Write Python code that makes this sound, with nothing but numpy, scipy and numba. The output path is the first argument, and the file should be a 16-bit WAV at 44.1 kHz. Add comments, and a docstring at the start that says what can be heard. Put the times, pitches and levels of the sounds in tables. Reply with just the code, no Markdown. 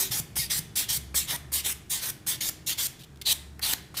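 """An abrasive buffer block rasps over a fingernail in eight pairs of strokes: a push that lands and fades,
then a pull that holds and slips off the edge. Dense grit makes the nail ring, and the ring glides as the
contact moves; clicks and soft thuds join in. Two faint, brief wavering tones near 2 kHz come early; later,
the block squeaks once on the nail. After a pause with light brushes come three single swipes.
All along, a small room echoes and rumbles, heard by a close, mono microphone."""
import sys
import numpy as np
from scipy import signal
from scipy.fft import rfft, irfft
from scipy.io import wavfile
from numba import njit

SR = 44100
rng = np.random.default_rng(int(sys.argv[2]) if len(sys.argv) > 2 else 0)


def master_out(mix):
    """Clip the mix to full scale and print it as 16-bit PCM to the path in sys.argv[1]."""
    frames = np.transpose(np.atleast_2d(mix))
    ceiling = np.clip(frames, -1, 1)
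    pcm = np.round(ceiling * 32767).astype(np.int16)
    wavfile.write(sys.argv[1], SR, pcm)


N = 176400

# The bright tone of grit on the nail: pitch_hz, level_db
GRIT_TONE = [(300, -32), (1200, -40.5), (1900, -4.5), (2600, -6), (3300, 1), (5500, 0.5), (8500, 1.5),
             (12500, 1), (15000, -1)]
# The dull tone of the foam block: pitch_hz, level_db
BLOCK_TONE = [(60, -1), (160, -2), (380, -3.5), (520, -3.5), (750, -1.5), (1150, 0), (1700, 2.5),
              (2400, -2), (4000, -36), (12000, -51)]


def buffing():
    """The block goes to and fro. Returns the sound at the microphone and the sound sent into the room."""
    # One push a row: start_s, length_s, attack_s, level_db, fade_db, block_db, ring_from_hz,
    # ring_to_hz, ring_db, hiss_peak_hz, hiss_peak_db, hiss_dip_hz
    pushes = [ (-.02, 0.13, .006, -24, -23.5, -2, 6400, 6000, -9, 12900, 2.5, 9300),
              (0.355, 0.11, 0.0099, -25.5, -12, -11, 4800, 4900, -4.5, 10100, 4.5, 6900),
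              (0.754, 0.093, .007, -23.5, -11, -4.5, 4070, 3360, -6, 6700, -1.5, 12900),
              (1.142, 0.12, 0.023, -22, -24, -9.5, 4660, 2740, -5.5, 7700, 4.5, 4800),
              (1.517, 0.091, 0.02, -24.5, -7.5, -5.5, 4900, 2880, -8, 8300, 3.5, 6400),
              (1.895, 0.11, 0.014, -26.5, -11.5, -2, 4170, 2740, -4.5, 8200, 4, 14040),
              (2.263, 0.094, 0.013, -25, -11, -2, 3930, 3200, -27, 9300, 1, 7140),
              (2.662, 0.071, 0.012, -26, -4, -3.5, 3700, 3380, -1, 5940, 1.5, 10700)]
    # The pulls, then the three single swipes: same columns
    pulls = [ (.101, 0.1, 0.018, -26, -4, 0.5, 4700, 4750, -5, 13100, 2.2, 4000),
             (.494, .098, 0.013, -23.5, -7, -3, 5000, 3700, -6.5, 5800, 0.73, 6860),
             (.882, 0.093, 0.01, -23, -7, -4, 3670, 3550, -8.5, 5700, 0.7, 2680),
             (1.266, 0.097, 0.04, -20.5, -16.5, 5.5, 3550, 3560, 0, 9400, 1, 7240),
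             (1.630, 0.097, 0.033, -21, -12, -0.5, 3250, 3200, -6.5, 9900, 3, 4600),
             (1.995, 0.11, 0.036, -28.5, -4.5, 2.5, 3130, 3370, -8.5, 13600, 2.2, 7150),
             (2.403, 0.093, 0.0067, -26.5, -4.5, -2.5, 4560, 4300, -30, 6500, 3.3, 8050),
             (2.770, 0.099, 0.015, -25, -4.5, -3.5, 3580, 4440, -13.5, 5400, 0.78, 10300),
             (3.248, .080, 0.02, -27, 2.5, -0.5, 4040, 3720, 8.5, 8600, 3.7, 13700),
             (3.611, .126, 0.02, -26.5, -3.5, 2.5, 4660, 2680, 1, 8700, 0.85, 7200),
             (3.963, 0.053, 0.0088, -27, -6, 2, 4050, 3860, -4.5, 12500, 2, 6900)]
    near, sent = np.zeros(N), np.zeros(N)
    for rows, is_pull in (pushes, False), (pulls, True):
        for start_s, *settings in rows:
            to_microphone, to_room = stroke(is_pull, *settings)
            add(near, start_s, to_microphone)
            add(sent, start_s, to_room)
    return near, sent


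def stroke(is_pull, length_s, attack_s, level_db, fade_db, block_db, ring_from_hz, ring_to_hz, ring_db,
           hiss_peak_hz, hiss_peak_db, hiss_dip_hz, size=8192):
    """One pass of the block: the grit hisses, the nail rings and the foam adds a dull rub."""
    t = np.arange(size) / SR
    progress = np.minimum(t / length_s, 1)
    if is_pull:
        edge_bite_db = 2 * np.exp(np.minimum(t - length_s, 0) / 0.005)  # harder at the nail's edge
        force_db = fade_db * progress + edge_bite_db
        mids_db = bell(t, 0.031, 0.021) - .5  # a lift just after the block grips
        attack_curve, release_s, brighten_db = 1.7, .002, 14.5
    else:
        crest_s = .028  # a push gathers speed until here, then slows
        slowing = np.clip((t - crest_s) / (length_s - crest_s), 0, 1)
        force_db = -5 * np.maximum(1 - t / crest_s, 0) + fade_db * slowing ** 1.47
        mids_db = 1.5 * np.exp(-t / .004)  # a lift as the block lands
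        attack_curve, release_s, brighten_db = 0.79, 0.0049, -12.5
    hiss = grit_hiss(hiss_peak_hz, hiss_peak_db, hiss_dip_hz, size)
    mids = low_pass(hiss, 5300, steepness=6)
    tilt = gain(brighten_db * (progress - .5) / 2)  # pulls grow brighter, pushes duller
    rasp = gain(force_db) * ((hiss - mids) * tilt + gain(mids_db) * mids / tilt)
    ring = nail_ring(ring_from_hz + (ring_to_hz - ring_from_hz) * progress)
    swell_db = 1.5 * np.sin(np.pi * progress)  # the ring gets a lift in mid-stroke
    nail = gain(force_db + ring_db + swell_db - 7) * ring
    block = gain(block_db + 0.85 * force_db - 17) * scrape(BLOCK_TONE, size)
    rise = np.minimum(t / attack_s, 1) ** attack_curve
    release = np.exp(-np.maximum(t - length_s, 0) / release_s)
    chatter = gain(2.52 * wander(240, size))
    loudness = gain(level_db) * rise * release * chatter
    to_microphone = table_echoes(hand_echoes(loudness * (rasp + nail + block)))
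    to_room = loudness * (rasp + gain(-10) * nail + block)  # the ring points mostly at the microphone
    return to_microphone, to_room


def grit(size, grains_per_s=30000):
    """Abrasive grains make dense, tiny collisions of uneven strength."""
    hits = rng.random(size) < grains_per_s / SR
    return normalise(hits * rng.choice([-1, 1], size) * gain(rng.uniform(-0.063, 1.5, size)))


def scrape(tone, size):
    """Grain collisions take on the tone of the nail or the block."""
    return normalise(colour(grit(size), tone))


def grit_hiss(peak_hz, peak_db, dip_hz, size):
    """Grit hisses on the nail, with one broad peak and one narrow dip in its tone."""
    peak_and_dip = lambda hz: gain(peak_db * bell(hz, peak_hz, 810) - 8.5 * bell(hz, dip_hz, 160))
    return normalise(shape(scrape(GRIT_TONE, size), peak_and_dip))


def nail_ring(pitch_hz):
    """Grit makes the nail ring at a gliding pitch; a second filter narrows the ring."""
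    broad_ring = resonate(grit(len(pitch_hz)), pitch_hz, width_hz=1010.0)
    return normalise(resonate(broad_ring, pitch_hz, width_hz=949.4))


def knocks_and_thuds(size=8192, click_decay_s=0.0016, knock_decay_s=0.0068, thud_decay_s=0.011):
    """The nail clicks as the block knocks it or snaps off its edge, and the finger thuds softly."""
    # Hits of the block on the nail: start_s, click_db, knock_db
    knocks = [(.357, -31, -46), (0.757, -28, -49), (.366, -36, -32.5), (1.1433, -34, -31),
              (1.519, -51, -39.5), (2.266, -38, -41), (2.4887, -21.5, -38), (3.594, -33, -39),
              (3.7351, -13.5, -35), (3.943, -42, -43)]
    # Thuds of the finger as the block grips or leaves it: start_s, pitch_hz, level_db
    thuds = [(0.105, 127, -32.5), (.200, 146.5, -27.5), (0.39, 133, -30.5), (0.593, 150, -31.5),
             (0.975, 148, -34.5), (1.334, 135, -45), (2.11, 137, -39.5), (2.492, 153, -41),
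             (2.866, 143, -41), (3.738, 136, -61)]
    out, t = np.zeros(N), np.arange(size) / SR
    for start_s, click_db, knock_db in knocks:
        click = gain(click_db) * scrape(GRIT_TONE, size) * np.exp(-t / click_decay_s)
        knock = gain(knock_db) * scrape(BLOCK_TONE, size) * np.exp(-t / knock_decay_s)
        add(out, start_s, click + knock)
    for start_s, pitch_hz, level_db in thuds:
        add(out, start_s, gain(level_db) * np.sin(2 * np.pi * pitch_hz * t) * np.exp(-t / thud_decay_s))
    return out


def tones_and_squeak(waver=0.016, size=4096):
    """Two faint, brief wavering tones near 2 kHz; later, one short squeak of the block on the nail."""
    # The two tones, then the squeak: start_s, length_s, from_hz, to_hz, level_db
    tones = [(.385, 0.033, 2180, 2140, -39), (0.41, .045, 1936, 1820, -42.5), (1.324, 0.043, 933, 980, -43)]
    # Strength of each tone at 1, 2, 3 and 4 times its pitch: level_db
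    harmonics_db = [4, 4, -17, -13]
    out, t = np.zeros(N), np.arange(size) / SR
    for start_s, length_s, from_hz, to_hz, level_db in tones:
        progress = np.minimum(t / length_s, 1)
        pitch_hz = (from_hz + (to_hz - from_hz) * progress) * (1 + waver * wander(280, size))
        phase = 2 * np.pi * np.cumsum(pitch_hz) / SR
        tone = sum(gain(db) * np.sin(k * phase) for k, db in enumerate(harmonics_db, 1))
        add(out, start_s, gain(level_db) * tone * np.sin(np.pi * progress))
    return out


def light_brushes(attack_s=0.00053, release_s=0.00044, boost_db=5.5, size=4096):
    """The block barely touches the nail: very short scrapes with a little ring."""
    # One brush a row: start_s, length_s, level_db (before the boost)
    brushes = [(2.992, 0.035, -59.5), (3.034, 0.015, -58), (3.159, 0.0019, -64), (3.172, .003, -62),
               (3.214, 0.0096, -45), (3.946, 0.018, -54)]
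    out, t = np.zeros(N), np.arange(size) / SR
    for start_s, length_s, level_db in brushes:
        ring = normalise(resonate(grit(size), np.full(size, 3600.), width_hz=1400.0))
        brush = scrape(GRIT_TONE, size) + gain(1.5) * ring
        contact = np.minimum(t / attack_s, 1) * np.exp(-np.maximum(t - length_s, 0) / release_s)
        add(out, start_s, gain(level_db + boost_db) * brush * contact)
    return out


def hand_echoes(sound, places=6, move_s=0.034, decay_s=0.0011, echo_db=-7, size=256):
    """Echoes between block and fingers colour the rasp, and shift as the block travels."""
    t = np.arange(size) / SR
    place = np.minimum(np.arange(len(sound)) / SR / move_s, places - 1)
    out = sound
    for k in range(places):
        echo = rng.standard_normal(size) * np.exp(-t / decay_s) * np.minimum(t / 0.00031, 1)
        nearness = np.sqrt(np.maximum(1 - abs(place - k), 0))  # blends each place into the next
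        out = out + gain(echo_db) * nearness * apply_echo(sound, echo)[:len(sound)]
    return out / np.sqrt(1 + gain(echo_db) ** 2)


def table_echoes(sound, decay_s=0.023, echo_db=-15.5, size=4096):
    """Quick echoes come off the table and the body, different for each stroke."""
    t = np.arange(size) / SR
    echo = rng.standard_normal(size) * np.exp(-t / decay_s) * (t > .001)
    return sound + gain(echo_db) * apply_echo(sound, echo)[:len(sound)]


def room_echo(sound, low_fade_s=0.59, treble_fade_s=0.21, size=32768):
    """The small room answers with a smooth tail whose treble dies sooner."""
    # The tone of the room's answer: pitch_hz, level_db
    room_tone = [(100, 2), (500, 8), (1500, 5.5), (2500, 9.5), (4000, 4), (8000, 4), (12000, 4), (15000, 2)]
    t = np.arange(size) / SR
    noise = rng.standard_normal(size)
    lows = low_pass(noise, 5000, steepness=2)
    tail = lows * gain(-60 * t / low_fade_s) + (noise - lows) * gain(-60 * t / treble_fade_s)
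    tail *= np.minimum(t / 0.0023, 1)
    return colour(gain(-16.5) * apply_echo(sound, tail), room_tone)[:N]


def background(air_db=-59):
    """A low rumble, drones that swell and ebb, and a faint airy hiss."""
    # The tone of the rumble: pitch_hz, level_db
    rumble_tone = [(25, -58), (45, -8), (60, 0.5), (90, -0.5), (125, 2.5), (165, -1.5), (210, -4.5),
                   (260, -13.5), (330, -7), (420, -12), (520, -22), (700, -14)]
    # How loud the rumble is over time: time_s, level_db
    rumble_levels = [(0, -48.5), (.4, -47), (1.1, -48.5), (1.9, -51.5), (2.4, -50.5), (3.1, -51.5),
                     (4, -51.5)]
    # Low drones: pitch_hz, width_hz, loudest_s, spread_s, level_db
    drones = [(67.2, 17, .42, 0.092, -45), (68, 13.1, 1.1, 0.12, -41.5), (71.8, 14, 1.54, 0.24, -45),
              (70.8, 5.4, 3.5, .2, -45), (144, 10, 0.93, 4, -56.5), (312, 31, 2.52, 0.27, -54.5),
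              (386, 9.2, 0.012, 0.066, -45)]
    # The tone of the air: pitch_hz, level_db
    air_tone = [(300, 8), (700, -5), (1500, 0), (3000, -12), (8000, -13), (15000, -20)]
    t = np.arange(N) / SR
    rumble = normalise(low_pass(colour(rng.standard_normal(N), rumble_tone), 750, steepness=4))
    rumble *= gain(np.interp(t, *np.array(rumble_levels).T))
    hum = np.zeros(N)
    for pitch_hz, width_hz, loudest_s, spread_s, level_db in drones:
        swell = gain(level_db + 2 * wander(width_hz / 2, N)) * bell(t, loudest_s, spread_s)
        wavering_hz = pitch_hz + width_hz / 4 * wander(width_hz, N)
        hum += swell * np.sin(2 * np.pi * np.cumsum(wavering_hz) / SR)
    air = gain(air_db) * normalise(colour(rng.standard_normal(N), air_tone))
    return rumble + hum + air


def gain(db):
    """Turn decibels into a number to multiply by."""
    return 10 ** (np.asarray(db) / 20)


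def normalise(sound):
    """Scale a sound to an average power of 1."""
    return sound / np.sqrt(np.mean(sound ** 2) + 1e-18)


def bell(x, centre, width):
    """A smooth bump that reaches 1 at its centre."""
    return np.exp(-.5 * ((x - centre) / width) ** 2)


def wander(turns_per_s, size):
    """A random drift around zero."""
    return 0.4 * np.interp(np.arange(size) * turns_per_s / SR, np.arange(4000), rng.standard_normal(4000))


def shape(sound, gain_at):
    """Multiply each frequency in a sound by gain_at(hz)."""
    hz = np.arange(len(sound) // 2 + 1) * SR / len(sound) + 1e-3
    return irfft(rfft(sound) * gain_at(hz), len(sound))


def low_pass(sound, cutoff_hz, steepness):
    """Keep the lows and soften what lies above the cutoff."""
    return shape(sound, lambda hz: 1 / (1 + (hz / cutoff_hz) ** steepness))


def colour(sound, tone):
    """Filter a sound by a table of pitch_hz, level_db."""
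    pitch_hz, level_db = np.array(tone).T
    return shape(sound, lambda hz: gain(np.interp(np.log(hz), np.log(pitch_hz), level_db)))


@njit
def resonate(sound, pitch_hz, width_hz):
    """Keep only a band of frequencies around a pitch that may move."""
    out, band_state, low_state = np.empty(len(sound)), 0., 0.
    for i in range(len(sound)):
        tuning, damping = np.tan(np.pi * pitch_hz[i] / SR), width_hz / pitch_hz[i]
        band = (band_state + tuning * (sound[i] - low_state)) / (1 + tuning * (tuning + damping))
        band_state = 2 * band - band_state
        low_state += 2 * tuning * band
        out[i] = damping * band
    return out


def apply_echo(sound, echo):
    """Pass a sound through an echo pattern, keeping about the same energy."""
    return signal.fftconvolve(sound, normalise(echo) / np.sqrt(len(echo)))


def add(out, start_s, sound):
    """Mix a sound in at its start time."""
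    offset = int(round(start_s * SR))
    first, last = max(offset, 0), min(offset + len(sound), N)
    if last > first:
        out[first:last] += sound[first - offset:last - offset]


def scene():
    """The buffing in its room, the same in both channels."""
    near, sent = buffing()
    small_sounds = light_brushes() + knocks_and_thuds()
    mono = near + small_sounds + tones_and_squeak() + room_echo(sent + small_sounds) + background()
    return np.array([mono, mono])


def record(dry, top_hz=15480):
    """The recorder steeply cuts the highest treble."""
    return signal.sosfilt(signal.ellip(10, .2, 75, top_hz, fs=SR, output="sos"), dry)


dry = scene()
out = record(dry)
master_out(out)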